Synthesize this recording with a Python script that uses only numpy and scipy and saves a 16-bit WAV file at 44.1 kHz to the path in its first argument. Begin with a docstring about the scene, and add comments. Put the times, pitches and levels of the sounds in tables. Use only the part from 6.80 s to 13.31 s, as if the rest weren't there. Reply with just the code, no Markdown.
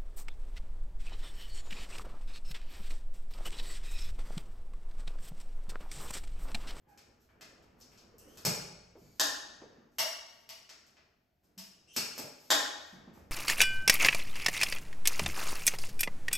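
"""In a hard, bright kitchen, a domed steel lid is clamped onto a steel brewing vessel.
Spring clamps tap the rim, are hooked over the lip and snap shut; each impact excites the normal
modes of the steel, and the room reverberates. Between the blows hands rub and tick on the lid, wire
scrapes, a tight clamp squeaks by stick-slip friction, and feet bump on the floor over a low rumble."""
import sys
import numpy as np
from scipy import signal
from scipy.fft import rfft, irfft, next_fast_len
from scipy.io import wavfile
from scipy.ndimage import uniform_filter1d

SR = 44100
rng = np.random.default_rng(int(sys.argv[2]) if len(sys.argv) > 2 else 0)


def unload_audio(sound):
    """Save the sound as a 16-bit wav file, at the path given as the first command line argument."""
    columns = np.transpose(np.atleast_2d(sound))
    # keep every value between -1 and 1, then stretch to whole-number steps
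    steps = np.round(np.clip(columns, -1, 1) * 32767)
    wavfile.write(sys.argv[1], SR, steps.astype(np.int16))


N = 287091
TIME = np.arange(N) / SR
SIZE = 2 ** 15   # transform length of the resonance filters
HZ = np.maximum(np.arange(SIZE // 2 + 1) * SR / SIZE, 1)

# The five registers: thud, body, clang, ring and tick. Each row: lower and upper edge in Hz.
BANDS = [(90, 250), (250, 1200), (1200, 4000), (4000, 8000), (8000, 15000)]
# Clamps forced over the lip. Each row: start in seconds, five relative register levels in dB, chatter
# decay in seconds, direct-path gain in dB, the clamp's own note in Hz, the lift of that note in dB.
HOOKS = [(1.651, -38.5, -34.5, -38.5, -30, -28.5, 0.0045, 3, 4690, 1),
         (5.164, -52, -44.5, -36.5, -33, -30.5, 0.0061, 5, 2680, 5.5),
         (5.379, -59.5, -43, -50.5, -44.5, -42, 0.01, 5.5, 5160, 4)]
# Modes of the lid's lip. Each row: frequency in Hz, width before hand damping in Hz, level in dB.
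LIP_MODES = [(138, 59, 5), (414, 63, -6), (613, 41, -9), (846, 55, -7.5), (1350, 190, -12.5),
             (1720, 84, -13), (2500, 480, -13), (3260, 24, -32), (3640, 54, -38), (4454, 68, -0.5),
             (5300, 590, -3.5), (5880, 200, -9), (6200, 14, -7.5), (6230, 17, -12.5), (6800, 42, -6),
             (6990, 91, -20.5), (7750, 40, -7), (8300, 36, -8)]


def from_db(db):
    """Amplitude ratio of a level in dB."""
    return 10 ** (np.asarray(db) / 20)


def unit(x):
    """Normalisation to an energy of one."""
    return x / np.sqrt(np.sum(x ** 2) + 1e-30)


def at_hz(points, hz=HZ):
    """Interpolation of a table along log frequency."""
    f, value = np.transpose(points)
    return np.interp(np.log(np.maximum(hz, 1)), np.log(f), value)


def add(track, s, sound):
    """Superposition of a sound on a track, starting at s seconds."""
    start = max(round(s * SR), 0)
    track[start:start + len(sound)] += sound[:N - start]


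def shaped(x, points):
    """Zero-phase filtering by rows of frequency in Hz and gain in dB."""
    size = next_fast_len(len(x) + 4096)
    gain = from_db(at_hz(points, np.arange(size // 2 + 1) * SR / size))
    return irfft(rfft(x, size) * gain, size)[:len(x)]


def butterworth(x, order, hz, kind="low"):
    """Maximally flat low-pass or high-pass filtering."""
    return signal.sosfilt(signal.butter(order, hz, kind, fs=SR, output="sos"), x)


def noise(colour):
    """Filtered Gaussian noise of rms one."""
    return unit(shaped(rng.standard_normal(N), colour)) * np.sqrt(N)


def burst(envelope):
    """Random hits under an envelope, whitened so that they have no colour of their own."""
    hits = rng.standard_normal(len(envelope)) * envelope
    for _ in range(6):
        whitened = irfft(np.exp(1j * np.angle(rfft(hits))))
        hits = whitened * np.minimum(1, 10 * envelope)
    return unit(hits)


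def swell(start_s, length_s, attack_s, release_s):
    """Envelope of a stroke: linear rise, hold and exponential decay."""
    t = TIME - start_s
    return np.clip(t / attack_s, 0, 1) * np.exp(-np.maximum(t - length_s, 0) / release_s)


def minimum_phase(gain):
    """Causal impulse response of a gain curve, by folding its cepstrum."""
    cepstrum = irfft(np.log(gain + 1e-9))
    cepstrum[1:SIZE // 2] *= 2
    cepstrum[SIZE // 2 + 1:] = 0
    return irfft(np.exp(rfft(cepstrum)))[:SIZE // 2]


def room_air(level_db):
    """Ambient noise: a steady, faint spectrum, strongest in the bass."""
    # Each row: frequency in Hz, relative level in dB.
    colour = [(35, -30.5), (60, -7.5), (144, -10.5), (182, -9), (276, -13), (381, -19), (503, -27),
              (679, -11.5), (1100, -35.5), (1490, -27), (10100, -38), (10900, -32.5), (15000, -30.5)]
    return from_db(level_db) * noise(colour)


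def room_tail(early_db=-1, early_s=0.052, build_s=0.0046):
    """Reverberation: dense early reflections, then an exponential decay that is quicker in the treble."""
    # Each row: frequency in Hz, reverberation time in seconds.
    decay_times = [(100, 0.45), (250, 1), (700, 0.93), (1700, 0.94), (3500, 0.83), (5500, 0.8),
                   (8000, 0.63), (12000, 0.42), (16000, .3)]
    # An even colour, cut off steeply above about 14 kHz. Each row: frequency in Hz, gain in dB.
    colour = [(3000, 0.5), (7000, -0.5), (9000, -1), (13500, -1), (14500, -10), (15300, -28.5)]
    t, hz = TIME[:2 * SIZE], np.arange(SIZE + 1) * SR / (2 * SIZE)
    white = rfft(rng.standard_normal(2 * SIZE))
    early = from_db(early_db) * np.exp(-t / early_s)
    build_up = 1 - np.exp(-t / build_s)
    tail = 0
    for centre, t60 in decay_times:
        share = at_hz([(f, float(f == centre)) for f, _ in decay_times], hz)
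        late = np.exp(-np.log(1000) * t / t60)
        tail = tail + irfft(white * share) * (early + late) * build_up
    # many overlapping room modes: fine ripple, but an even broad colour
    spectrum = rfft(tail)
    broad = np.sqrt(uniform_filter1d(uniform_filter1d(np.abs(spectrum) ** 2, size=60), size=60))
    return irfft(spectrum / broad * from_db(at_hz(colour, hz)))[:SIZE + SIZE // 2]


def kitchen(sound, direct, direct_db):
    """Room acoustics: a diffuse field in mid and side, direct sound and specular echoes in mid alone."""
    # The straight path is brighter. Each row: frequency in Hz, gain in dB.
    brightness = [(2000, -1), (7000, 1.5), (12000, 7), (14000, 2), (15500, -6.5)]
    # Reflections from cabinets and ceiling. Each row: delay in seconds, gain in dB.
    echoes = [(.0066, -4.5), (0.0135, -3), (0.018, -7)]
    mid, side = (signal.fftconvolve(sound, room_tail())[:N] for _ in range(2))
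    straight = from_db(direct_db) * shaped(direct, brightness)
    mid += straight
    mirrored = butterworth(straight, 1, 1200, "high")   # small panels mirror only short waves
    for s, db in echoes:
        add(mid, s, from_db(db) * mirrored)
    return mid, side


def rumble(gain_db=2.5, shake_db=-27):
    """Structure-borne sound of floor and counter; each hooked clamp adds a shake scaled by its thud."""
    # The rumble sinks while the person stands still. Each row: time in seconds, relative level in dB.
    levels = [(0.0, -77), (1.96, -69), (4.0, -87), (5.0, -82), (5.34, -78), (5.56, -86), (6.06, -75),
              (6.5, -69.5)]
    # Each row: frequency in Hz, relative level in dB.
    colour = [(15, -8), (30, -6), (55, -1), (100, -2), (160, -14.5), (400, -51)]
    steady = from_db(gain_db + np.interp(TIME, *np.transpose(levels)))
    shakes = sum(from_db(thud_db + shake_db) * swell(s, length_s=0.03, attack_s=0.03, release_s=0.21)
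                 for s, thud_db, *_ in HOOKS)
    return np.hypot(steady, shakes) * noise(colour)


def bumps(gain_db=27, q_scale=0.98, shudder_s=0.014):
    """Soft impacts of hands, vessel and feet: a short shudder drives one heavily damped resonance."""
    # Each row: start in seconds, relative level in dB, centre in Hz, relative sharpness Q.
    impacts = [(1.335, -61.5, 450, 4.4), (1.475, -62.5, 440, 2.3), (1.657, -38, 181.3, 4.7),
               (1.659, -44, 123, 5.5), (2.151, -55.5, 389, 1.25), (2.212, -58, 152, 1.3),
               (2.816, -51.5, 385, 0.98), (2.98, -63.5, 256, 1.9), (3.232, -42, 635, 6.6),
               (4.765, -52.5, 193, 7.5), (5.166, -45.5, 236, 1.9), (5.385, -48, 263.5, 3.2),
               (5.428, -57, 140, 1.6), (5.436, -52, 596, 5.3), (6.125, -54.5, 183, 1.5),
               (6.273, -52.5, 200, 1.7), (6.275, -63, 650, 0.86), (6.41, -57, 69.2, 2.4)]
    out, t = np.zeros(N), TIME[:SIZE // 4]
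    for s, db, hz, q in impacts:
        shudder = burst(np.exp(-(t / (2 * shudder_s)) ** 2))
        b, a = signal.iirpeak(hz, q * q_scale, fs=SR)
        thump = signal.lfilter(b, a, signal.lfilter(b, a, shudder))
        add(out, s, from_db(db + gain_db) * unit(thump))
    return out


def friction(strokes, colour, attack_s, release_s, grain_db=4.0):
    """Sliding friction: noise whose amplitude follows the pressure of each stroke, with a random grain."""
    pressure = sum(from_db(db) * swell(s, length_s, attack_s, release_s) for s, length_s, db in strokes)
    roughness = np.sqrt(N) * unit(uniform_filter1d(rng.standard_normal(N), size=300))
    return pressure * from_db(grain_db * roughness) * noise(colour)


def palm_rubs():
    """Friction of a soft body: a palm slides over the steel with a dull noise."""
    # Each row: start in seconds, length in seconds, level in dB.
    strokes = [(0.0, 0.31, -71), (.5, 0.83, -68.5), (1.38, 0.19, -65), (2.1, .25, -72.5),
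               (2.6, 0.38, -67.5), (3.45, 0.74, -76.5), (4.6, 0.49, -75.5), (6.1, 0.26, -62.5)]
    # Each row: frequency in Hz, relative level in dB.
    colour = [(59, -40), (100, -5), (232, 0.5), (392, -3), (465, -4.5), (947, -14.5), (1370, -15.5),
              (2320, -22.5), (3000, -26), (3900, -51.5), (6600, -120)]
    return friction(strokes, colour, attack_s=0.036, release_s=0.12)


def wire_scrapes():
    """Friction of a hard body: a wire clamp drags along the rim with a hiss."""
    # Each row: start in seconds, length in seconds, level in dB.
    strokes = [(.07, .05, -79.5), (.39, .05, -74.5), (.965, .04, -74), (1.11, .08, -74), (1.47, .14, -67.5),
               (2.155, .22, -71), (3.1, .07, -77), (3.42, .2, -74.5), (4.62, .03, -79), (5.125, .035, -54),
               (5.355, .03, -48.5), (5.55, .14, -66), (5.92, .2, -71), (6.32, .07, -71)]
    # Each row: frequency in Hz, relative level in dB.
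    colour = [(1000, -18.5), (2000, -12.5), (3500, -7.5), (5500, -1), (8000, -3), (10000, -5.5),
              (13500, -1), (14700, -11), (15500, -28.5)]
    return friction(strokes, colour, attack_s=0.02, release_s=0.025)


def squeaks(jitter=0.12, gain_db=-7.5):
    """Stick-slip oscillation of steel on steel: three harmonics on a gliding, unsteady pitch."""
    # Each row: start and length in seconds, first and last pitch in Hz, relative level in dB,
    # slope in dB per overtone, roughness from 0 to 1.
    slips = [(0.069, 0.053, 842, 782, -56.5, -9, 0.5), (1.386, 0.04, 2792, 2980, -56, 3, 0.42),
             (1.461, 0.065, 2837, 3200, -60, 0, 0.3), (2.191, 0.15, 2318, 2275, -66.5, 3, .3),
             (5.071, .09, 2707, 3290, -52.5, -2, 0.57)]
    out = np.zeros(N)
    for s, length_s, first_hz, last_hz, db, slope_db, rough in slips:
        n = int(length_s * SR)
        waver = unit(uniform_filter1d(rng.standard_normal(SIZE), size=40)[:n]) * np.sqrt(n)
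        pitch_hz = np.linspace(first_hz, last_hz, n) * (1 + jitter * rough * waver)
        phase = 2 * np.pi * np.cumsum(pitch_hz) / SR
        tone = sum(from_db(slope_db * k) * np.sin((k + 1) * phase) for k in range(3))
        add(out, s, from_db(db + gain_db) * np.sqrt(n) * unit(tone * signal.windows.tukey(n, .15)))
    return out


def steel(modes, dense_db, damping, vary_db):
    """Modal gain curve: resonance peaks of randomly varied height on a flat bed of dense weak modes."""
    power = from_db(dense_db) ** 2
    for hz, width, db in modes:
        width = np.hypot(width, damping * hz)   # the hand on the steel damps the high modes most
        peak = from_db(db + vary_db * rng.standard_normal())
        power = power + peak ** 2 / (1 + (2 * (HZ - hz) / width) ** 2)
    return np.sqrt(power)


def ringing(gain, levels_db, bands):
    """Impulse response of struck steel: where and how hard a blow lands sets each register's energy."""
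    lift = []
    for (lo, hi), db in zip(bands, levels_db):
        energy = np.sum(gain[(HZ > lo) & (HZ < hi)] ** 2) / len(HZ)
        lift.append((np.sqrt(lo * hi), db - 10 * np.log10(energy)))
    bass_cut = 1 / np.sqrt(1 + (85 / HZ) ** 8)
    return minimum_phase(gain * from_db(at_hz(lift)) * bass_cut)


def contact(chatter_s, split_hz=2200):
    """Contact force: one push in the low registers, a dying spray of tiny hits in the treble."""
    t = TIME[:SIZE // 8]
    impulse = 1. * (t == 0)
    strengths = from_db(3.97 * rng.standard_normal(len(t)))
    spray = burst(strengths * np.exp(-t / max(chatter_s, .0005)))
    return butterworth(impulse, 4, split_hz) + butterworth(spray, 4, split_hz, "high")


def ticks(gain_db=27.5, chatter_s=0.0045):
    """Light impacts of wire and fingernails: weak excitation of the lip, set by the upper registers."""
    # Each row: start in seconds, then relative clang, ring and tick levels in dB.
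    touches = [(0.1752, -59, -55.5, -63), (0.49, -61, -82, -90), (0.61, -49.5, -49.5, -58),
               (0.8248, -67, -71.5, -74.5), (1.001, -67, -65.5, -61), (1.0119, -69.5, -50.5, -67.5),
               (1.1174, -61.5, -66.5, -69.5), (1.1757, -62, -55, -70.5), (1.3826, -78, -58.5, -55),
               (1.573, -52.5, -50.5, -52.5), (3.8925, -52.5, -46.5, -61), (4.0657, -67, -63, -69),
               (4.169, -59, -64, -91)]
    # Spectrum of the wire. Each row: frequency in Hz, relative level in dB.
    wire_colour = [(240, -31.5), (400, -8), (554, -9), (656, 2.5), (719, -7), (798, -7.5), (1180, -4.5),
                   (1430, -3.5), (3300, -2), (5560, 3.5), (9000, 12.5), (11700, -45), (19800, -120)]
    wire = from_db(at_hz(wire_colour, np.minimum(HZ, 7500)))
    body = wire * steel(LIP_MODES, dense_db=-9.0, damping=.02, vary_db=0.5)
    out = np.zeros(N)
    for s, *levels_db in touches:
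        ring = ringing(body, levels_db, BANDS[2:])
        add(out, s, from_db(gain_db) * signal.fftconvolve(ring, contact(chatter_s)))
    return out


def blows(rows, modes, gain_db, dense_db, graze_lead_s, graze_db):
    """Impact excitation of modes, each blow led by a graze; returns the room's feed and direct sound."""
    to_room, direct = np.zeros((2, N))
    for s, *levels_db, chatter_s, direct_db, note_hz, note_db in rows:
        clamp_note = from_db(note_db / (1 + ((HZ / note_hz - 1) / 0.058) ** 2))
        body = steel(modes, dense_db, damping=.014, vary_db=2.0) * clamp_note
        ring = from_db(gain_db) * ringing(body, levels_db, BANDS)
        for start, db in ((s - graze_lead_s, graze_db), (s, 0)):
            sound = from_db(db) * signal.fftconvolve(ring, contact(chatter_s))
            add(to_room, start, sound)
            add(direct, start, sound * from_db(direct_db))
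    return np.array([to_room, direct])


def clamp_taps():
    """Free vibration of the rim after a loose clamp drops against it."""
    # The blows and the rim's modes, with columns as in HOOKS and LIP_MODES.
    taps = [(3.185, -61.5, -39.5, -32.5, -29.5, -31, 0.0039, 0.3, 5570, 5.1),
            (3.691, -75, -59.5, -49.5, -46.5, -51, 0.0014, 1.8, 3160, 3),
            (4.778, -73, -63.5, -54.5, -46, -48, 0.0075, 0.79, 5200, 1)]
    rim_modes = [(655.4, 19, 8.5), (903, 16, 1.5), (1135, 38, -4.5), (2240, 37, -23), (2450, 160, -21),
                 (2780, 54, -11), (2928, 14, -3), (4440, 30, -7.5), (4750, 110, -10.5), (5135, 13, -2.5),
                 (5630, 46, -3), (6340, 18, -10), (5950, 23, -13), (6260, 120, -21.5), (6870, 18, -11),
                 (7930, 41, -9.5), (8410, 100, -17), (8860, 49, -12)]
    return blows(taps, rim_modes, gain_db=30.5, dense_db=-15, graze_lead_s=0.001, graze_db=-16.5)


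def clamp_hooks():
    """Free vibration of the lid's lip after a clamp is forced over it."""
    return blows(HOOKS, LIP_MODES, gain_db=31, dense_db=-25, graze_lead_s=0.0018, graze_db=-15.5)


def clamp_snaps():
    """Free vibration of the vessel's wall after a spring clamp snaps shut against it."""
    # The blows and the wall's modes, with columns as in HOOKS and LIP_MODES.
    snaps = [(2.3975, -60, -34.5, -28, -25, -32.5, 0.001, 3.3, 1795, 8.9),
             (5.704, -56, -28, -27, -23.5, -31, .005, 3.5, 3340, 8.3)]
    wall_modes = [(285, 26, 3), (634, 39, -0.5), (827, 23, -3), (1053, 53, -2.5), (1693, 230, -2.5),
                  (3710, 97, -5.5), (4690, 280, -14), (5370, 11, -12), (6430, 77, -9), (7270, 21, -4),
                  (8800, 32, -10)]
    return blows(snaps, wall_modes, gain_db=31.5, dense_db=-15, graze_lead_s=0.0021, graze_db=-26.5)


def scene():
    """Superposition of all handling sounds in the kitchen, over its rumble and quiet air."""
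    # Stereo width. Each row: frequency in Hz, gain of the side signal in dB.
    width = [(60, -9.5), (150, -11), (300, -9), (600, -2.5), (1500, -1.5), (2800, -4), (4200, -6),
             (5500, -2), (7000, -16.5), (8500, -7), (10000, 5.5), (11300, -9), (12800, -5.5), (14500, 0.5)]
    clamps_to_room, clamps_direct = clamp_hooks() + clamp_snaps() + clamp_taps()
    small = palm_rubs() + wire_scrapes() + ticks() + squeaks()
    dull = bumps()
    to_room = clamps_to_room + small + dull
    direct = clamps_direct + small * from_db(3.0) + dull * from_db(16.5)
    mid, side = kitchen(to_room, direct, direct_db=-12.5)
    mid = mid + rumble() + room_air(level_db=-79.5)
    side = shaped(side + room_air(level_db=-81), width)
    return np.array([mid + side, mid - side])


def record(dry):
    """Interference of two microphone ports notches the treble; the sound leans left; the top is cut."""
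    # Each row: frequency in Hz, left minus right level in dB.
    lean = [(200, -1), (800, 0), (3000, 2.5), (5200, 3.5), (7000, -0.5), (14000, -2.1)]
    notch_hz, notch_q, cutoff_hz = 10010, 2.04, 15800
    mid, side = (dry[0] + dry[1]) / 2, (dry[0] - dry[1]) / 2
    mid = signal.lfilter(*signal.iirnotch(notch_hz, notch_q, fs=SR), mid)
    pair = [shaped(mid + sign * side, [(hz, sign * db / 2) for hz, db in lean]) for sign in (1, -1)]
    pair = butterworth(pair, 8, 14600)
    return signal.sosfilt(signal.ellip(10, .2, 80, cutoff_hz, fs=SR, output="sos"), pair)


dry = scene()
out = record(dry)
unload_audio(out)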